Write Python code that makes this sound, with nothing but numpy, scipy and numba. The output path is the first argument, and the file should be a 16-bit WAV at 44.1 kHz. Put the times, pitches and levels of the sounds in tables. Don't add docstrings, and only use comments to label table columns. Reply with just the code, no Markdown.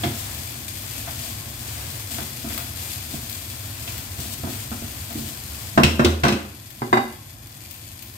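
import sys
import numpy as np
from scipy import signal
from scipy.fft import rfft, irfft
from scipy.io import wavfile
from scipy.ndimage import uniform_filter1d
from numba import njit

SR = 44100
rng = np.random.default_rng(int(sys.argv[2]) if len(sys.argv) > 2 else 0)


def store_wav(level_fs):
    pcm = np.round(np.clip(np.atleast_2d(level_fs), -1, 1) * 32767)
    wavfile.write(sys.argv[1], SR, pcm.T.astype(np.int16))


def boost(x):
    u = np.asarray(x, float) / 20
    return 10 ** u


N = 360288
TIME_S = np.arange(N) / SR
LEAD_SAMPLES = 18

# start/s, length/s, hob rumble/dB, wood-on-steel scrape/dB,
# flare of the sizzle as fresh rice meets hot steel/dB
STROKES = [(-0.1, 0.75, -32, -38.5, -2.5), (0.715, 0.81, -35.5, -39, 2), (1.14, 0.32, -39, -42, 3.5),
           (1.594, 0.61, -33, -39.5, 0), (2.067, 0.34, -34.5, -37, 2.5), (2.482, 0.2, -36, -40, 4),
           (2.74, 0.34, -36, -42, 2.5), (3.091, 0.19, -35.5, -32.5, -3), (3.367, 1, -40.5, -47, 1),
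           (3.832, 0.29, -34, -33.5, 0.5), (4.148, 0.27, -36, -32, 1.5), (4.455, .26, -32.5, -37, 2.5),
           (4.73, 0.46, -39, -44, 1.5), (5.088, 0.3, -42, -33, -1.5), (5.44, 0.73, -38.5, -43, 0.5)]


def shape(x, points):
    hz, db = np.transpose(points)
    f = np.fft.rfftfreq(x.shape[-1], 1 / SR)
    gain = boost(np.interp(np.log(f + 1), np.log(hz), db))
    return irfft(rfft(x) * gain, x.shape[-1])


def pair(size):
    alike_hz = 650
    f = np.fft.rfftfreq(size, 1 / SR)
    alike = np.exp(-(f / alike_hz) ** 2)
    mid, side, near = rfft(rng.standard_normal((3, size)))
    mid = mid * np.sqrt((1 + alike) / 2)
    side = side * np.sqrt((1 - alike) / 2)
    near = near * 0.39 * np.sqrt(1 - alike) / (1 + (f / 4000) ** 2)
    delay = np.exp(-2j * np.pi * f * LEAD_SAMPLES / SR)
    return irfft(np.array([mid + side + near, mid - side + near * delay]), size)


def level(x, db):
    return x * boost(db) / np.sqrt(np.mean(x ** 2))


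def walk(rate_hz):
    hold = int(SR / rate_hz)
    steps = np.repeat(rng.standard_normal(N // hold + 1), hold)
    return 1.3 * uniform_filter1d(uniform_filter1d(steps, hold), hold)[:N]


def fade(t60_s, size):
    return np.exp(-np.log(1000) * np.arange(size) / (t60_s * SR))


def pressure():
    rise = 0.24
    start_s, length_s = np.array(STROKES)[:, :1], np.array(STROKES)[:, 1:2]
    part = (TIME_S - start_s) / length_s
    ramp = np.clip(np.minimum(part / rise, (1 - part) / (1 - rise)), 0, 1)
    return np.sin(np.pi / 2 * ramp) ** 2


def hood():
    # f/Hz, gain/dB
    drone = [(18, -51), (30, -41), (43, -13), (102, 2), (177, -12), (339, -13.5), (439, -24), (710, -16.5),
             (955, -23), (1050, -15.5), (1150, -23.5), (1970, -22), (2500, -58), (3250, -52), (5500, -120)]
    return level(shape(pair(N), drone), -40.5 + 0.7 * walk(3))


def frying():
    # t/s, level/dB
    boil = [(0.0, -33.5), (1.1, -37.5), (1.55, -38), (3.0, -35.5), (4.0, -40), (5.5, -37.5), (6.3, -40),
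            (6.9, -38.5), (7.4, -41), (7.75, -36), (8.17, -40)]
    # t/s, level/dB
    spits = [(2.577, -19), (3.296, -21.5), (3.9794, -24.5), (5.1264, -27), (5.616, -30), (6.7046, -26),
             (7.4699, -29.5), (7.7103, -23.5), (8.024, -23), (8.1377, -30.5)]
    # f/Hz, gain/dB
    sizzle = [(300, -18), (900, -32), (1600, -7.5), (2500, -0.5), (5000, -0.5), (9000, -2.5), (15000, 9)]
    # f/Hz, gain/dB
    spit_dull = [(4000, -2), (15000, -6)]
    burst_hz, burst_decay_s = 2500, 0.0009
    flare_hz, flare_decay_s, spit_t60_s = 20, 0.0094, 0.055

    bursts = (rng.random(N) < burst_hz / SR) * boost(3.7 * np.minimum(rng.exponential(size=N), 5))
    power = signal.lfilter([1], [1, -np.exp(-1 / (burst_decay_s * SR))], bursts ** 2)
    gate = 0.5 + np.sqrt(power)
    flares = (rng.random(N) < flare_hz / SR) * rng.random(N)
    swell = 1 + 0.83 * signal.lfilter([1], [1, -np.exp(-1 / (flare_decay_s * SR))], flares)
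    hiss = shape(pair(N) * gate * swell, sizzle)

    out = 0
    for hz in 300 * 2. ** np.arange(6):
        band = [(hz / 2, -60), (hz / 1.46, -6), (hz, 0), (hz * 1.43, -6), (hz * 2, -60)]
        out = out + shape(hiss, band) * boost(0.11 * walk(14))
    flare_db = np.transpose(STROKES)[4] @ pressure()
    out = level(out, np.interp(TIME_S, *np.transpose(boil)) + flare_db)

    for s, db in spits:
        start = int(s * SR)
        size = min(4096, N - start)
        spit = shape(shape(pair(4096), sizzle), spit_dull)[:, :size]
        out[:, start:start + size] += boost(db) * spit * fade(spit_t60_s, size)
    return out


def stirring():
    # f/Hz, gain/dB
    rumble_tone = [(40, -41), (70, -2), (97, -3), (140, -8.5), (180, -51), (260, -21)]
    # f/Hz, gain/dB
    scrape_tone = [(150, -17), (230, 21.5), (350, -1.5), (450, -23), (680, 13.5), (900, -21), (1500, -23),
                   (3000, 6.5)]
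    rest_rumble_db, rest_scrape_db, rest_end_s = -38, -43, 5.7

    rumble_db, scrape_db = np.transpose(STROKES)[2:4]
    push, resting = pressure(), TIME_S < rest_end_s
    rumble_power = boost(2 * rumble_db) @ push + boost(2 * rest_rumble_db) * resting
    scrape_power = boost(2 * scrape_db) @ push + boost(2 * rest_scrape_db) * resting
    rumble = level(shape(pair(N), rumble_tone), 0) * np.sqrt(rumble_power)
    grit = pair(N) * boost(4.5 * walk(40))
    return rumble + level(shape(grit, scrape_tone), 0) * np.sqrt(scrape_power)


@njit
def ring(starts, poles, left, right, lengths, rise):
    out = np.zeros((2, N))
    for k in range(len(starts)):
        z, rest = 1 + 0j, 1.
        for i in range(starts[k], min(N, starts[k] + lengths[k])):
            out[0, i] += (1 - rest) * (z * left[k]).imag
            out[1, i] += (1 - rest) * (z * right[k]).imag
            z, rest = z * poles[k], rest * rise
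    return out


def blows(table, share, modes, ring_db, crack_db, crack_t60_s, hum_db, hum_t60_s, contact_s,
          scatter_db=1.5, detune=0.0226, count=3):
    s, low_db, thud_db, upper_db, bright_db = np.transpose(table)[:, :, None]
    hz, mode_db, free_t60_s = np.repeat(modes, count, axis=0).T
    chance = rng.standard_normal((len(table), 4 * len(hz))).reshape(len(table), 4, -1)

    zones = np.log([90, 200, 400, 650, 1500, 2600])
    columns = np.hstack([thud_db, low_db, upper_db, bright_db])
    force = [(zones, [thud, low, low, upper, upper, bright]) for thud, low, upper, bright in columns]
    struck_db = np.array([np.interp(np.log(hz), *f) for f in force])
    apart = 1 - np.exp(-hz / 500)
    gain = boost(struck_db + mode_db + ring_db + scatter_db * chance[:, 0])
    gain = gain * np.exp(3j * apart * chance[:, 3])

    share = (share + 0 * s[:, 0])[:, None]
    t60_s = free_t60_s * share ** np.minimum(hz / 200, 1)
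    split_hz = hz * (1 + detune * apart * chance[:, 1])
    poles = np.exp(2j * np.pi * split_hz / SR - np.log(1000) / (t60_s * SR))
    turn = np.exp(2j * np.pi * hz * apart * LEAD_SAMPLES / SR * (1 + chance[:, 2] / 3))
    starts = (s * SR + 0 * hz).astype(np.int64)
    lengths = (t60_s * SR).astype(np.int64)
    out = ring(starts.ravel(), poles.ravel(), (gain * turn).ravel(), gain.ravel(), lengths.ravel(),
               np.exp(-1 / (contact_s * SR)))

    size = 16384
    onset = 1 - np.exp(-np.arange(size) / (contact_s * SR))
    for start, (z, dbs), part in zip(starts[:, 0], force, share[:, 0]):
        tone = [(55, dbs[0] - 25)] + list(zip(np.exp(z), dbs))
        tone = tone + [(7000, dbs[-1] - 12.5), (12000, dbs[-1] - 20)]
        crack = boost(crack_db) * fade(crack_t60_s, size)
        hum = boost(hum_db) * fade(hum_t60_s * part, size)
        out[:, start:start + size] += shape(pair(size), tone) * (crack + hum) * onset
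    return out


def blade_touches():
    # t/s, low body/dB, thud/dB, upper body/dB, bright/dB
    touches = [(0.035, -21, -38, -23.5, -22), (0.044, -17.5, -27, -27.5, -40), (0.067, -24, -26, -51, -40),
               (1.075, -35, -36, -30, -37), (2.183, -26.5, -34, -28, -38), (2.219, -34, -31, -53, -38),
               (2.445, -27, -28, -35.5, -54), (2.471, -32, -45, -37, -47), (2.5, -31, -46, -33, -37),
               (3.139, -29.5, -33, -41, -43), (3.875, -44, -38, -40, -30), (4.189, -33, -17, -38, -53),
               (4.384, -33, -27, -50, -51), (4.436, -21, -21, -29.5, -51), (4.469, -26, -31, -33, -48),
               (4.715, -25, -36, -27, -50), (4.821, -28.5, -28, -40, -50), (5.105, -35.5, -32, -37.5, -42),
               (5.154, -24, -33, -44, -47), (5.19, -27.5, -39, -44, -47)]
    # f/Hz, level/dB, free t60/s
    spatula = [(98, -8, 0.26), (138.5, -4, 0.21), (229, -1, 0.14), (284.5, -1.5, 0.13), (346, -9, 0.16),
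               (679, 9.5, 0.069), (910, -5, 0.074), (1000, -3, 0.086), (1300, 0, 0.056), (2650, -1, 0.071),
               (3370, 12, 0.057)]
    return blows(touches, 0.57, spatula, ring_db=-7.0, crack_db=5.8, crack_t60_s=0.19,
                 hum_db=-0.89, hum_t60_s=0.13, contact_s=0.002)


def wok_knocks():
    # t/s, low body/dB, thud/dB, upper body/dB, bright/dB
    raps = [(2.575, -50, -57, -38.5, -44), (5.775, -8, -23.5, -15.5, -28.5),
            (5.993, -11.5, -21, -18, -28.5), (6.2345, -10.5, -23, -17, -23)]
    # t/s, low body/dB, thud/dB, upper body/dB, bright/dB
    chatter = [(5.833, -21, -45, -20, -12.5), (5.841, -10.5, -10.5, -37, -23.5),
               (6.046, -10.5, -15, -33, -16.5), (6.056, -16, -13, -21, -44), (6.249, -12, -32, -18.5, -25),
               (6.264, -24, -20, -22, -33), (6.281, -24, -19, -26, -20), (6.287, -15, -43, -25, -31),
               (6.322, -19, -19, -40, -26)]
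    # f/Hz, level/dB, free t60/s
    wok = [(80.5, -5, 1), (144.6, -0.5, 0.27), (203, -12.5, 0.66), (236.5, -3.5, 0.28), (286, -5, 0.28),
           (346, -5.5, 0.3), (511, 2, 0.15), (626, 3, 0.09), (651, 4.5, 0.13), (702, -4, 0.3),
           (830, -33, 0.47), (1043, 4, 0.16), (1115, 7, 0.26), (1270, -21, 0.48), (1439, -2.5, 0.48),
           (1597, 5, 0.13), (1813, 2, 0.12), (1965, 5.5, 0.074), (2115, 1, 0.1), (2726, 2.5, 0.25),
           (2672, 3, 0.18), (3260, 6.5, 0.094), (3450, -6, 0.27), (3770, -5.5, 0.24), (3960, -2, 0.51),
           (5570, 3.5, 0.16), (6000, -6, 0.25), (7400, -29, 0.22)]
    share = np.repeat([0.78, 0.36], [len(raps), len(chatter)])
    return blows(raps + chatter, share, wok, ring_db=-6.5, crack_db=21, crack_t60_s=0.045,
                 hum_db=7.4, hum_t60_s=0.75, contact_s=0.002)


def worktop_and_dish():
    # t/s, low body/dB, thud/dB, upper body/dB, bright/dB
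    landings = [(6.819, -16.5, -21, -25.5, -42), (6.928, -10, -15, -9, -24.5),
                (6.971, -19.5, -40, -14.5, -29)]
    # f/Hz, level/dB, free t60/s
    dish = [(124, -13, 0.54), (231, -4, 0.2), (368, -3, .3), (640, -8, 0.2), (755, 4, 0.11), (797, 0, 0.3),
            (1006, 6, 0.16), (1097, 3, 0.17), (1390, -16, 0.36), (1590, -4, 0.15), (2042, 3, 0.37),
            (2410, -7, 0.3), (2834, -6.5, 0.66), (3745, -3.5, 0.56), (4740, 3.5, 0.22), (5880, -10, .25),
            (7354, -9, 0.27)]
    return blows(landings, 0.45, dish, ring_db=-2.9, crack_db=9.2, crack_t60_s=0.04,
                 hum_db=8.9, hum_t60_s=0.34, contact_s=0.0005, detune=0.0076)


def kitchen(x, wet_db, t60_low_s=0.42, t60_high_s=0.46, split_hz=1500):
    size = 32768
    noise = shape(pair(size), [(90, -36), (200, -10)])
    low = shape(noise, [(split_hz / 2, 0), (split_hz * 2, -30)])
    tail = low * fade(t60_low_s, size) + (noise - low) * fade(t60_high_s, size)
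    tail = tail * np.minimum(np.arange(size) / (0.00073 * SR), 1)
    tail = boost(wet_db) * tail / np.sqrt(np.sum(tail ** 2) / 2)
    return x + signal.fftconvolve(x.mean(axis=0)[None], tail, axes=1)[:, :N]


def scene():
    knocks = wok_knocks() + worktop_and_dish() + blade_touches()
    return kitchen(knocks, -2.0) + kitchen(frying(), 0.39) + stirring() + hood()


@njit
def follow(x, attack, release, start):
    out, e = np.empty(len(x)), start
    for i in range(len(x)):
        e += (x[i] - e) * (attack if x[i] > e else release)
        out[i] = e
    return out


def top_cut(x):
    return signal.sosfilt(signal.butter(12, 16500, fs=SR, output="sos"), x)


def record(dry):
    # f/Hz, gain/dB
    left_port = [(20, -38), (45, 2), (150, 1.5), (177, -11.5), (205, 1.5), (400, -1.5), (6000, 0),
                 (8500, 5), (9900, -2.5), (12700, 1), (15400, 2.5)]
    # f/Hz, gain/dB
    right_port = [(20, -38), (45, 2.5), (150, 2.5), (177, -2), (205, 4), (400, -0.5), (4800, -2),
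                  (6800, -12), (8000, -56), (8700, -20.5), (10600, -15.5), (12500, -12), (15400, -13)]
    knee, attack_s, release_s, top_hz = boost(-22), 0.08, 3.2, 15550

    ports = np.array([shape(dry[0], left_port), shape(dry[1], right_port)])
    loud = follow(np.abs(ports).max(axis=0), 1 / (attack_s * SR), 1 / (release_s * SR), knee)
    ports = ports * np.minimum(knee / loud, 1) ** 0.3
    low_pass = signal.ellip(8, 0.2, 70, top_hz, fs=SR, output="sos")
    mix = signal.sosfilt(low_pass, np.tanh(ports))
    return top_cut(mix)


dry = scene()
out = record(dry)
store_wav(out)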